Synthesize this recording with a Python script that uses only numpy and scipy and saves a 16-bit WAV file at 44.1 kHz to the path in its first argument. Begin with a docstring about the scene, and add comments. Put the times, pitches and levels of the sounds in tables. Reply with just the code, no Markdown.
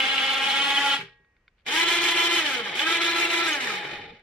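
"""Outdoors, in a yard, a step from a small electric winch bolted to a steel machine frame.
It hoists a heavy part and stops against the load; a wheel rings on and a switch clicks.
Then it lowers twice, faster, coasting down each time: the motor whines, the gears grind and throb.
Whine is summed shaft overtones, grinding is noise pulsed once a turn, clacks and rings are struck modes."""
import sys
import numpy as np
from scipy import signal
from scipy.fft import rfft, irfft
from scipy.io import wavfile

SR = 44100
rng = np.random.default_rng(int(sys.argv[2]) if len(sys.argv) > 2 else 0)


def materialize(psi):
    """Save the field psi as 16-bit PCM at rate SR to the path in sys.argv[1].

    A 1-D psi becomes a single channel; in a 2-D psi each row is a channel.
    """
    bounded = np.clip(np.atleast_2d(psi).T, -1, 1)
    quanta = np.round(bounded * 32767).astype(np.int16)
    wavfile.write(sys.argv[1], SR, quanta)


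N = 186498
TIME = np.arange(N) / SR
HZ = np.fft.rfftfreq(N, 1 / SR)

# Motor speed while hoisting, before surge and jitter. Each row: time in seconds, turns per second.
HOIST_SPEED_HZ = [(0, 267), (.06, 267.5), (.14, 271.5), (.2, 269), (.36, 270.5), (.55, 273), (.63, 279),
                  (.69, 278), (.82, 281.5), (.89, 277.5), (.96, 277)]
# Hoisting whine. Each row: multiple of motor speed, relative dB with cable slack, relative dB with it tight.
HOIST_OVERTONES = [(2, -13.5, -13), (4, -11, -4), (5, -3, 0.5), (6, -4.5, -3), (7, -11.5, 1), (8, 1, -1),
                   (9, -8, -2), (10, -2.5, -7.5), (11, 2.5, 4.5), (12, 1.5, -0.5), (13, -1, -2),
                   (14, -14.5, -9.5), (15, -5.5, -7)]
# Lowering whine. Each row: multiple of motor speed, relative dB in the first lowering, in the second.
LOWER_OVERTONES = [(2, -3, 0), (3, 2.5, -2), (4, 0.5, 2.5), (5, 3, 4.5), (6, 7, 5.5), (7, 3.5, 4),
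                   (8, 3, 3.5), (9, 3.5, -2.5), (10, 4.5, 8), (11, -6, 3.5), (12, 0.5, -0.5)]
# Colour of the gears grinding on the hoist. Each row: frequency in Hz, relative dB per Hz.
HOIST_GRIND_COLOUR = [(60, -32.5), (130, -19.5), (280, -14), (520, -12), (680, -16.5), (930, -15),
                      (1100, -10), (1500, -10.5), (2100, -2.5), (2600, -4.5), (3200, -0.5), (3800, -13),
                      (5200, -16.5), (7500, -22.5), (10000, -28), (15500, -43.5)]
# Colour of the gears grinding on the way down. Each row: frequency in Hz, relative dB per Hz.
LOWER_GRIND_COLOUR = [(60, -30), (130, -48), (300, -2.5), (540, -9.5), (720, -5.5), (820, -2), (930, -9),
                      (1080, -4), (1400, -0.5), (2300, 6), (2800, 1), (3100, 7.5), (3450, 5.5), (3750, -1),
                      (4800, -8.5), (7000, -17.5), (11500, -27.5), (15500, -37.5)]
# Ringing of the steel frame. Each row: frequency in Hz, relative dB, t60 in seconds.
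FRAME_MODES = [(305, -14.5, 0.32), (461, 3, 0.52), (756, -6.5, 0.17), (846.6, 10, 0.17), (1630, -2, 0.1),
               (1910, -14.5, 0.089), (2160, -9.5, 0.15), (2490, -4.5, 0.1), (2670, -12.5, 0.19),
               (3110, -3, 0.16), (3480, -8.5, .1)]
# Clicks of the switch and the settling gear train. Each row: start in seconds, relative dB.
CLICK_HITS = [(1.085, -39), (1.2468, -53), (1.3662, -52), (1.4797, -39), (1.5835, -56), (1.606, -60)]
# Ringing of one click. Each row: frequency in Hz, relative dB, t60 in seconds.
CLICK_RING = [(1543, 2, 0.031), (2250, 6, 0.027), (2940, -9.5, .03), (3550, -3.5, 0.02)]
# Gear teeth clacking. Each row: start in seconds, peak dB, pitch in Hz.
TOOTH_CLACKS = [(.003, -9.5, 2930), (.179, -12.5, 2900), (0.9335, -18, 3140), (1.01, -25, 2310),
                (1.665, -26.5, 2380), (1.7618, -16, 2990), (1.8117, -11.5, 2315), (2.756, -26, 3050),
                (2.7938, -14, 3420), (3.2513, -16, 2710), (3.3322, -20, 2024), (3.53, -26, 6460),
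                (3.673, -23.5, 1800), (4.196, -47.5, 2320)]
# Colour of the still air. Each row: frequency in Hz, relative dB per Hz.
AIR_COLOUR = [(15, -22), (25, -3), (42, -0.5), (70, -6), (150, -14), (363, -20.5), (488, -17.5),
              (655, -24.5), (1540, -23.5), (2500, -23.5), (3540, -35), (6200, -39), (15000, -57)]
# Stereo width. Each row: frequency in Hz, left-right likeness from -1 to 1.
LIKENESS = [(100, 1), (300, 0.97), (520, 0.95), (750, 0.46), (1200, 0.62), (2500, 0.31), (4500, 0.26),
            (8000, -0.35), (15000, 0.26)]
# The brake grabs or the load settles. Each row: start in seconds, peak dB.
THUMP_HITS = [(.99, -37), (1.03, -38.5), (1.2, -58), (4.03, -43), (4.1, -56)]
# Ringing of one thump. Each row: frequency in Hz, relative dB, t60 in seconds.
THUMP_RING = [(125.5, -12, 0.39), (162, 2, 0.15), (397, 0, 0.2)]
# Colour of the cable drum rolling in its bearings. 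Each row: frequency in Hz, relative dB per Hz.
DRUM_COLOUR = [(60, -26), (105, -8.5), (150, -0.5), (230, -7.5), (380, 7), (465, 1.5), (540, 3.5),
               (760, -0.5), (830, 9), (930, -7), (2000, 3.5), (6000, -45)]
# Ringing of the big spoked wheel. Each row: frequency in Hz, relative dB, t60 in seconds.
WHEEL_MODES = [(840, -12.5, 0.84), (1110, -17.5, 0.98), (1640, -4, 0.75), (1887, -5.5, 1.13),
               (2283, -23, 1.2), (2918, -16, 0.46), (6100, -12, 0.27)]
# Gain on a band near 3.2 kHz as the microphone's facing shifts. Each row: time in seconds, dB.
FACING_GAIN = [(2.0, 1), (2.9, 2), (3.15, -4), (3.5, -7.5)]
# Presses of the lowering button. Each row: press in seconds, release in seconds, top speed in Hz,
# gear level in dB before trims, fade while coasting in dB per second, low panel level in dB.
BUTTON_PRESSES = [(1.632, 2.372, 341.1, -24.5, 3.5, -29.5), (2.75, 3.453, 338.2, -26, -4.5, -39.5)]
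# Resonances of the motor housing. Each row: frequency in Hz, width in Hz, relative dB.
HOUSING_MODES = [(1000, 13.5, 3), (1329, 51, 2.5), (1616, 68, 0), (1843, 180, -4), (2140, 84, -5.5),
                 (2418, 360, -3), (2605, 80, -9), (3012, 56, 2.5), (3535, 170, -1), (3980, 140, -1.5)]
# Colour of the button rubbing in its guide. Each row: frequency in Hz, relative dB per Hz.
SCRAPE_COLOUR = [(300, -22), (1100, -15), (1550, 1), (1900, -6), (2300, 0), (2800, -2), (3600, 0),
                 (4700, -6), (5600, -25.5), (12000, -47.5)]
# Two panels droning as the drum creeps to rest. Each row: frequency in Hz, relative dB per Hz.
CREEP_COLOUR = [(100, -17), (190, -12.5), (420, -25), (460, -5), (500, -17), (780, -24), (830, 1.5),
                (890, -28), (1500, -40), (4000, -70)]

FIRST_GEAR, SECOND_GEAR = 15.6, 49.25  # motor turns per gear turn
SURGE_HZ, SURGE_AT = 0.99, 0.715  # hoist speed surges once a second-gear turn, at this share of it
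TIGHTEN_S = 0.79  # time the cable takes to come tight
HOIST_DB, HOIST_GEARS_DB, HOIST_WHINE_DB, HOIST_FLUTTER_DB = -25.5, -2.6, .8, .8
BRAKE_AT_S, RATTLE_FADE_DB_PER_S, WHINE_FADE_S = 0.95, 192, .07
WHEEL_AT_S, WHEEL_DB = 0.94, -44
BOUNCE_S, BOUNCE_DB = 0.00285, -7  # each contact lands twice
SCRAPE_AT_S, SCRAPE_S, SCRAPE_DB = 1.57, 0.068, -72.5
SPIN_UP_S = .047  # time constant of the run-up
DRAG_S, FRICTION_HZ_PER_S = 1.467, 296  # coasting: drag in step with speed, plus dry friction
TAKE_UP_S, SWELL_S = 0.012, 0.039  # from rest, the gears engage after a delay and swell in
RATTLE_KNEE_HZ, STRAIN_DB = 265, 6.5  # gears quieten below the knee, are louder under strain
LOOSE, LOOSER_WHEN_SLOW = .3, .65
YARD_DB, AIR_DB = -33, -69.5
EDGE_HZ = 15650


def amp(db):
    """Decibels to gain."""
    return 10 ** (np.asarray(db) / 20)


def unit(x):
    """Scales to rms 1."""
    return x / np.sqrt(np.mean(abs(x) ** 2) + 1e-20)


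def curves(rows):
    """Each column of a timed table, sample by sample."""
    s, *columns = np.transpose(rows)
    return [np.interp(TIME, s, c) for c in columns]


def read(points, hz):
    """A spectrum joined by straight lines over log frequency."""
    f, value = np.transpose(points)
    return np.interp(np.log(hz + 1), np.log(f + 1), value)


def wander(rate_hz):
    """Slow random drift of rms 1, made at 1/32 of the sample rate."""
    count = N // 32 + 2
    f = np.fft.rfftfreq(count, 32 / SR)
    lowpass = 1 / np.sqrt(1 + (f / rate_hz) ** 4)
    slow = irfft(rfft(rng.standard_normal(count)) * lowpass, count)
    return unit(np.interp(np.linspace(0, count - 1, N), np.arange(count), slow))


def noise():
    """Two unrelated channels of white noise."""
    return rng.standard_normal((2, N))


def spread(pair, colour):
    """Colours two unrelated signals and mixes them to the tabled left-right likeness, at rms 1."""
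    a, b = rfft(pair)
    same = np.clip(read(LIKENESS, HZ), -1, 1)
    mid, side = a * np.sqrt(1 + same), b * np.sqrt(1 - same)
    return unit(irfft(np.array([mid + side, mid - side]) * amp(read(colour, HZ)), N))


def ring(modes, seconds):
    """The stereo answer of a set of decaying modes to one blow."""
    t = np.arange(int(seconds * SR)) / SR
    phases = rng.uniform(-0.23, 0.02, (len(modes), 2, 1))  # turns
    out = np.zeros((2, len(t)))
    for (hz, db, t60), phase in zip(modes, phases):
        out += amp(db - 60 * t / t60) * np.cos(2 * np.pi * (hz * t + phase))
    return out


def scatter(t60, seconds):
    """A dense stereo noise tail, scaled to energy 1 on the left."""
    t = np.arange(int(seconds * SR)) / SR
    tail = rng.standard_normal((2, len(t))) * np.exp(-np.log(1000) * t / t60)
    return tail / np.linalg.norm(tail[0])


def through(x, answer):
    """Convolves and keeps the scene's length."""
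    return signal.fftconvolve(np.atleast_2d(x), answer, axes=1)[:, :N]


def bandpass(x, low_hz, high_hz, order):
    """Butterworth band filter."""
    return signal.sosfilt(signal.butter(order, [low_hz, high_hz], "band", fs=SR, output="sos"), x)


def blows(rows):
    """One impulse for each row of (s, dB)."""
    out = np.zeros(N)
    for s, db in rows:
        out[int(max(s, 0) * SR)] += amp(db)
    return out


def running(start_s, stop_s, fade_s):
    """Swells in at start and dies away after stop."""
    swell = np.clip((TIME - start_s) / SWELL_S, 0, 1) ** 2
    return swell * np.exp(-np.maximum(TIME - stop_s, 0) / fade_s)


def throb(turns, slack_at, depth_db, half_turn_db):
    """Second gear's slack: level dips once a turn and half a turn later (negative: swells), mean 0 dB."""
    angle = np.cos(2 * np.pi * (turns / SECOND_GEAR - slack_at))
    dips = depth_db * np.exp(4 * (angle - 1)) + half_turn_db * np.exp(4 * (-angle - 1))
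    return dips.mean() - dips


def flicker(x, depth_db, rate_hz):
    """Each band of the treble flickers on its own."""
    centres_hz, spectrum = np.geomspace(4000, 15000, 9), rfft(x)
    shares = [np.interp(HZ, centres_hz, one) for one in np.eye(len(centres_hz))]
    return sum(irfft(spectrum * share, N) * amp(depth_db * wander(rate_hz)) for share in shares)


def grind(turns, colour, treble_db, bite, uneven_db, flutter_db, ringing, case_t60):
    """Each turn of the pinion throws a burst of tooth impacts, of uneven force, into the gear case."""
    force = amp(uneven_db * rng.standard_normal(2000))[turns.astype(int)]  # one draw per turn
    bursts = force * np.exp(bite * np.cos(2 * np.pi * turns)) * amp(flutter_db * wander(23))
    impacts = unit(bursts * noise())
    case = through(impacts, scatter(case_t60, 0.093))
    sound = spread(impacts + ringing * case, colour)
    treble = irfft(rfft(sound) / (1 + (5200 / (HZ + 1)) ** 8), N)
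    return sound - treble + amp(treble_db) * flicker(treble, depth_db=1.5, rate_hz=35)


def backlash(turns, chance):
    """On random turns a slack tooth slaps its neighbour; the case clanks briefly at one of six spots."""
    new_turn = np.diff(np.floor(turns), prepend=0) > 0
    slaps = new_turn * (rng.random(N) < chance) * amp(2.5 * rng.standard_normal(N))
    spot = rng.integers(0, 6, N)
    clanks = np.zeros((2, N))
    for k in range(6):
        clanks += through(slaps * (spot == k), bandpass(scatter(.04, .06), 1200, 4100, order=4))
    return unit(clanks)


def whine(turns, orders, rough, rough_per_order, blur_hz, sway):
    """Overtones of the shaft; the first gear gives them sidebands and tooth play blurs the high ones."""
    gear, out = 2 * np.pi * turns / FIRST_GEAR, np.zeros((2, N))
    for k, db in orders:
        start, lobe, side = rng.uniform(0, 2 * np.pi, 3)
        share = np.clip(rough + rough_per_order * k, 0, .95)
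        clean = np.exp(1j * (start + sway * np.sin(gear + lobe)))
        blurred = (wander(blur_hz) + 1j * wander(blur_hz)) / np.sqrt(2)
        mixed = np.sqrt(1 - share) * clean + np.sqrt(share) * blurred
        line = mixed * np.exp(2j * np.pi * k * turns)
        # left-right phase offset drawn from the tabled likeness
        half_angle = np.arccos(np.clip(read(LIKENESS, k * 300), -1, 1)) / 2
        apart = half_angle * (np.sign(np.sin(side)) * 0.69 + .5 * wander(4.9))
        out += amp(db) * (line * np.exp(1j * np.array([apart, -apart]))).real
    return unit(out)


def hum(turns, swing, lead, peak_at):
    """The shaft's own tone, swelling with each turn of the first gear."""
    gear = 2 * np.pi * (turns / FIRST_GEAR - peak_at)
    swell = 1 + swing * np.cos(gear) + 0.29 * wander(21)
    return unit(swell * np.cos(2 * np.pi * turns + lead * np.sin(gear)))


def hoist():
    """Loaded motor: gears grind, order 3 sings on a panel; the brake cuts the whine faster than the rattle."""
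    speed, = curves(HOIST_SPEED_HZ)
    second_gear = np.cumsum(speed) / SR / SECOND_GEAR
    speed = speed + SURGE_HZ * np.cos(2 * np.pi * (second_gear - SURGE_AT))
    turns = np.cumsum(speed * (1 + 0.003 * wander(25))) / SR
    braked_s = np.maximum(TIME - BRAKE_AT_S, 0)
    tight = np.clip(TIME / TIGHTEN_S, 0, 1) ** 2

    # brighter as the cable tightens
    treble_db = -0.5 + 4.1 * tight - 110 * braked_s
    treble_db = treble_db + throb(turns, slack_at=0.28, depth_db=0.0, half_turn_db=-2.7)
    gears = grind(turns, HOIST_GRIND_COLOUR, treble_db, bite=0.3, uneven_db=0.9,
                  flutter_db=HOIST_FLUTTER_DB, ringing=0.55, case_t60=0.12)
    gears = amp(HOIST_GEARS_DB) * gears + amp(-11.5) * backlash(turns, chance=.3)

    orders = [(k, slack_db + (tight_db - slack_db) * tight) for k, slack_db, tight_db in HOIST_OVERTONES]
    tone = whine(turns, orders, rough=0.1226, rough_per_order=0.067, blur_hz=24.6, sway=0.61)
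    shaft = amp(-26 + 6.5 * tight) * hum(turns, swing=0.22, lead=0.55, peak_at=0.64)
    panel_db = -12.5 + 3.1 * tight + throb(turns, slack_at=0.53, depth_db=4.5, half_turn_db=4)
    panel = amp(panel_db) * whine(turns, [(3, 0)], rough=0.32, rough_per_order=0, blur_hz=30, sway=0.89)
    tonal = (amp(HOIST_WHINE_DB) * tone + shaft + panel) * np.exp(-braked_s / WHINE_FADE_S)
    return amp(HOIST_DB - RATTLE_FADE_DB_PER_S * braked_s) * (gears + tonal)


def clacks():
    """A tooth now and then lands hard: the gear case clatters and rings briefly, at that clack's pitch."""
    out = np.zeros((2, N))
    for s, db, hz in TOOTH_CLACKS:
        clatter = bandpass(scatter(0.091, .12), .7 * hz, min(0.94 * hz, EDGE_HZ), order=2)
        clack = unit(clatter) + 1.2 * unit(ring([(hz, 0, .05)], .12))
        out += through(blows([(s, db)]), clack / abs(clack).max())
    return out


def frame(winch):
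    """The steel frame rings in its modes, driven by the winch."""
    return amp(-60.0) * through(winch.mean(0), ring(FRAME_MODES, 1.5))


def yard(near):
    """Yard walls answer faintly with a dense tail."""
    return amp(YARD_DB) * through(near, scatter(.4, .6))


def still_air():
    """Steady coloured noise."""
    return amp(AIR_DB) * spread(noise(), AIR_COLOUR)


def wheel():
    """The jolt of the brake leaves the big wheel ringing softly through the pause."""
    return through(blows([(WHEEL_AT_S, WHEEL_DB)]), ring(WHEEL_MODES, 1.5))


def thumps():
    """The jolt of stopping shakes the hanging load in a few low modes."""
    jolt = bandpass(ring(THUMP_RING, .3), 90, 700, order=2)
    return through(blows(THUMP_HITS), jolt / abs(jolt).max())


def clicks():
    """Small dry clicks while the motor rests, each a brief rattle of contacts."""
    snap = ring(CLICK_RING, .08)
    snap = bandpass(snap / abs(snap).max() + 1.7 * scatter(0.032, .08), 1000, 4700, order=5)
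    bounces = [(s + BOUNCE_S, db + BOUNCE_DB) for s, db in CLICK_HITS]
    hits = blows(CLICK_HITS) + blows(bounces)
    return amp(-3.5) * through(hits, snap / abs(snap).max())


def scrape():
    """The button rubs unevenly in its plastic guide as it is pushed in, before the gears engage."""
    stroke = np.sin(np.pi * np.clip((TIME - SCRAPE_AT_S) / SCRAPE_S, 0, 1) ** 0.75)
    return amp(SCRAPE_DB) * stroke * spread(noise() * amp(4.6 * wander(200)), SCRAPE_COLOUR)


def lowering_controls():
    """Speed, strain, gear and panel dB: a press spins the motor up; on release drag and friction slow it."""
    controls = np.zeros((4, N))
    for press, release, top_hz, db, fade_db_per_s, panel_db in BUTTON_PRESSES:
        held_s = np.clip(TIME, press, release) - press
        coasted_s = np.maximum(TIME - release, 0)
        speed_at_press = controls[0, int(press * SR)]
        strain = (1 - speed_at_press / top_hz) * np.exp(-held_s / SPIN_UP_S)
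        kept = np.exp(-coasted_s / DRAG_S)
        speed = top_hz * (1 - strain) * kept - FRICTION_HZ_PER_S * DRAG_S * (1 - kept)
        speed = np.maximum(speed, 1)
        rattle = (1 + (RATTLE_KNEE_HZ / top_hz) ** 2) / (1 + (RATTLE_KNEE_HZ / speed) ** 2)
        level_db = db + 20 * np.log10(rattle) + STRAIN_DB * strain - fade_db_per_s * coasted_s
        controls = np.where(TIME >= press, [speed, strain, level_db, np.full(N, panel_db)], controls)
    return controls


def housing(tone, direct):
    """The housing rings at fixed pitches, so gliding overtones flare on each and drop between."""
    answer = direct + sum(amp(db) / (1 + 2j * (HZ - hz) / width) for hz, width, db in HOUSING_MODES)
    return unit(irfft(rfft(tone) * answer, N))


def sing(turns, hz, width_hz, order):
    """A panel sings out as one overtone of the shaft sweeps its resonance, and rings on a moment."""
    drive = np.cos(2 * np.pi * order * turns) * (1 + .35 * wander(25))
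    kept = np.exp(-np.pi * width_hz / SR)
    pole = kept * np.exp(2j * np.pi * hz / SR)
    return 2 * signal.lfilter([1 - kept], [1, -pole], drive).real


def drum(pace):
    """The cable drum rolls in its bearings, juddering more as it slows."""
    judder = amp(-37.5 - 5.26 * pace + 2 * wander(30))
    return judder * spread(noise(), DRUM_COLOUR) * running(1.6, 3.896, 0.1)


def facing(sound, hz, width_hz):
    """One band of the gear noise strengthens, then weakens, as the microphone's facing shifts."""
    gain_db, = curves(FACING_GAIN)
    band = irfft(rfft(sound) / (1 + ((HZ - hz) / width_hz) ** 4), N)
    return sound + (amp(gain_db) - 1) * band


def lower():
    """Load helping, the motor races and slack gears throb; the whine clears once the motor stops straining."""
    speed, strain, level_db, panel_db = lowering_controls()
    turns, pace = np.cumsum(speed) / SR, speed / speed.max()
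    eased = (1 - strain) ** 2
    level_db = level_db + throb(turns, slack_at=0.23, depth_db=3.0, half_turn_db=0.1)
    level_db = level_db + 0.18 * np.cos(2 * np.pi * (turns / FIRST_GEAR - .4))

    treble_db = 1.5 * np.maximum(level_db + 29.0, -12) + 3.0  # harder impacts are brighter
    gears = grind(turns, LOWER_GRIND_COLOUR, treble_db, bite=0.17, uneven_db=1.64,
                  flutter_db=-0.34, ringing=1.0, case_t60=0.066)

    # away from full speed the teeth chatter and roughen the whine
    loose = LOOSE + LOOSER_WHEN_SLOW * (1 - pace)
    first = TIME < BUTTON_PRESSES[1][0]
    orders = [(k, np.where(first, first_db, second_db)) for k, first_db, second_db in LOWER_OVERTONES]
    tone = whine(turns, orders, rough=loose, rough_per_order=0.046, blur_hz=30.8, sway=0.85)
    tone = housing(tone, direct=0.43) * (0.7 * pace ** 1.5 + 0.13 * pace ** 6) * eased

    fast_hum = amp(-39.5) * pace ** 6
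    slow_hum = amp(-49.0 + 1.8 * (1 - pace) * wander(20)) * pace / (1 + (0.2 / pace) ** 4)
    shaft = hum(turns, swing=0.47, lead=0.59, peak_at=0.44) * (fast_hum + slow_hum) * eased

    low_panel = amp(panel_db) * sing(turns, hz=474.4, width_hz=9.1, order=2) * (1 - strain)
    mid_panel = amp(-37.0) * sing(turns, hz=588, width_hz=13, order=2)
    high_panel = amp(-38 + 48 * strain) * sing(turns, hz=842, width_hz=36, order=3) * eased

    slaps = amp(-11.5) * pace * backlash(turns, chance=.25)
    mesh = amp(-3.0) * gears + amp(-1.54) * tone + slaps
    mesh = amp(level_db + 1.5) * facing(mesh, hz=3240, width_hz=210)
    total = mesh + shaft + low_panel + mid_panel + high_panel + drum(pace)
    return total * running(BUTTON_PRESSES[0][0] + TAKE_UP_S, N / SR, 1)


def creep():
    """The last slow turns of the drum keep two panels droning, then the drone dies away."""
    return amp(-48.5) * spread(noise(), CREEP_COLOUR) * running(3.88, 4.125, 0.041)


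def scene():
    """The winch shakes the frame it is bolted to; yard walls answer faintly over still air."""
    winch = hoist() + clacks() + lower()
    near = winch + frame(winch) + wheel() + thumps() + clicks() + scrape() + creep()
    return near + yard(near) + still_air()


def record(dry):
    """Linear-phase lowpass at EDGE_HZ."""
    lowpass = signal.firwin(511, EDGE_HZ, window=("kaiser", 9), fs=SR)
    return signal.oaconvolve(dry, lowpass[None], "same")


dry = scene()
out = record(dry)
materialize(out)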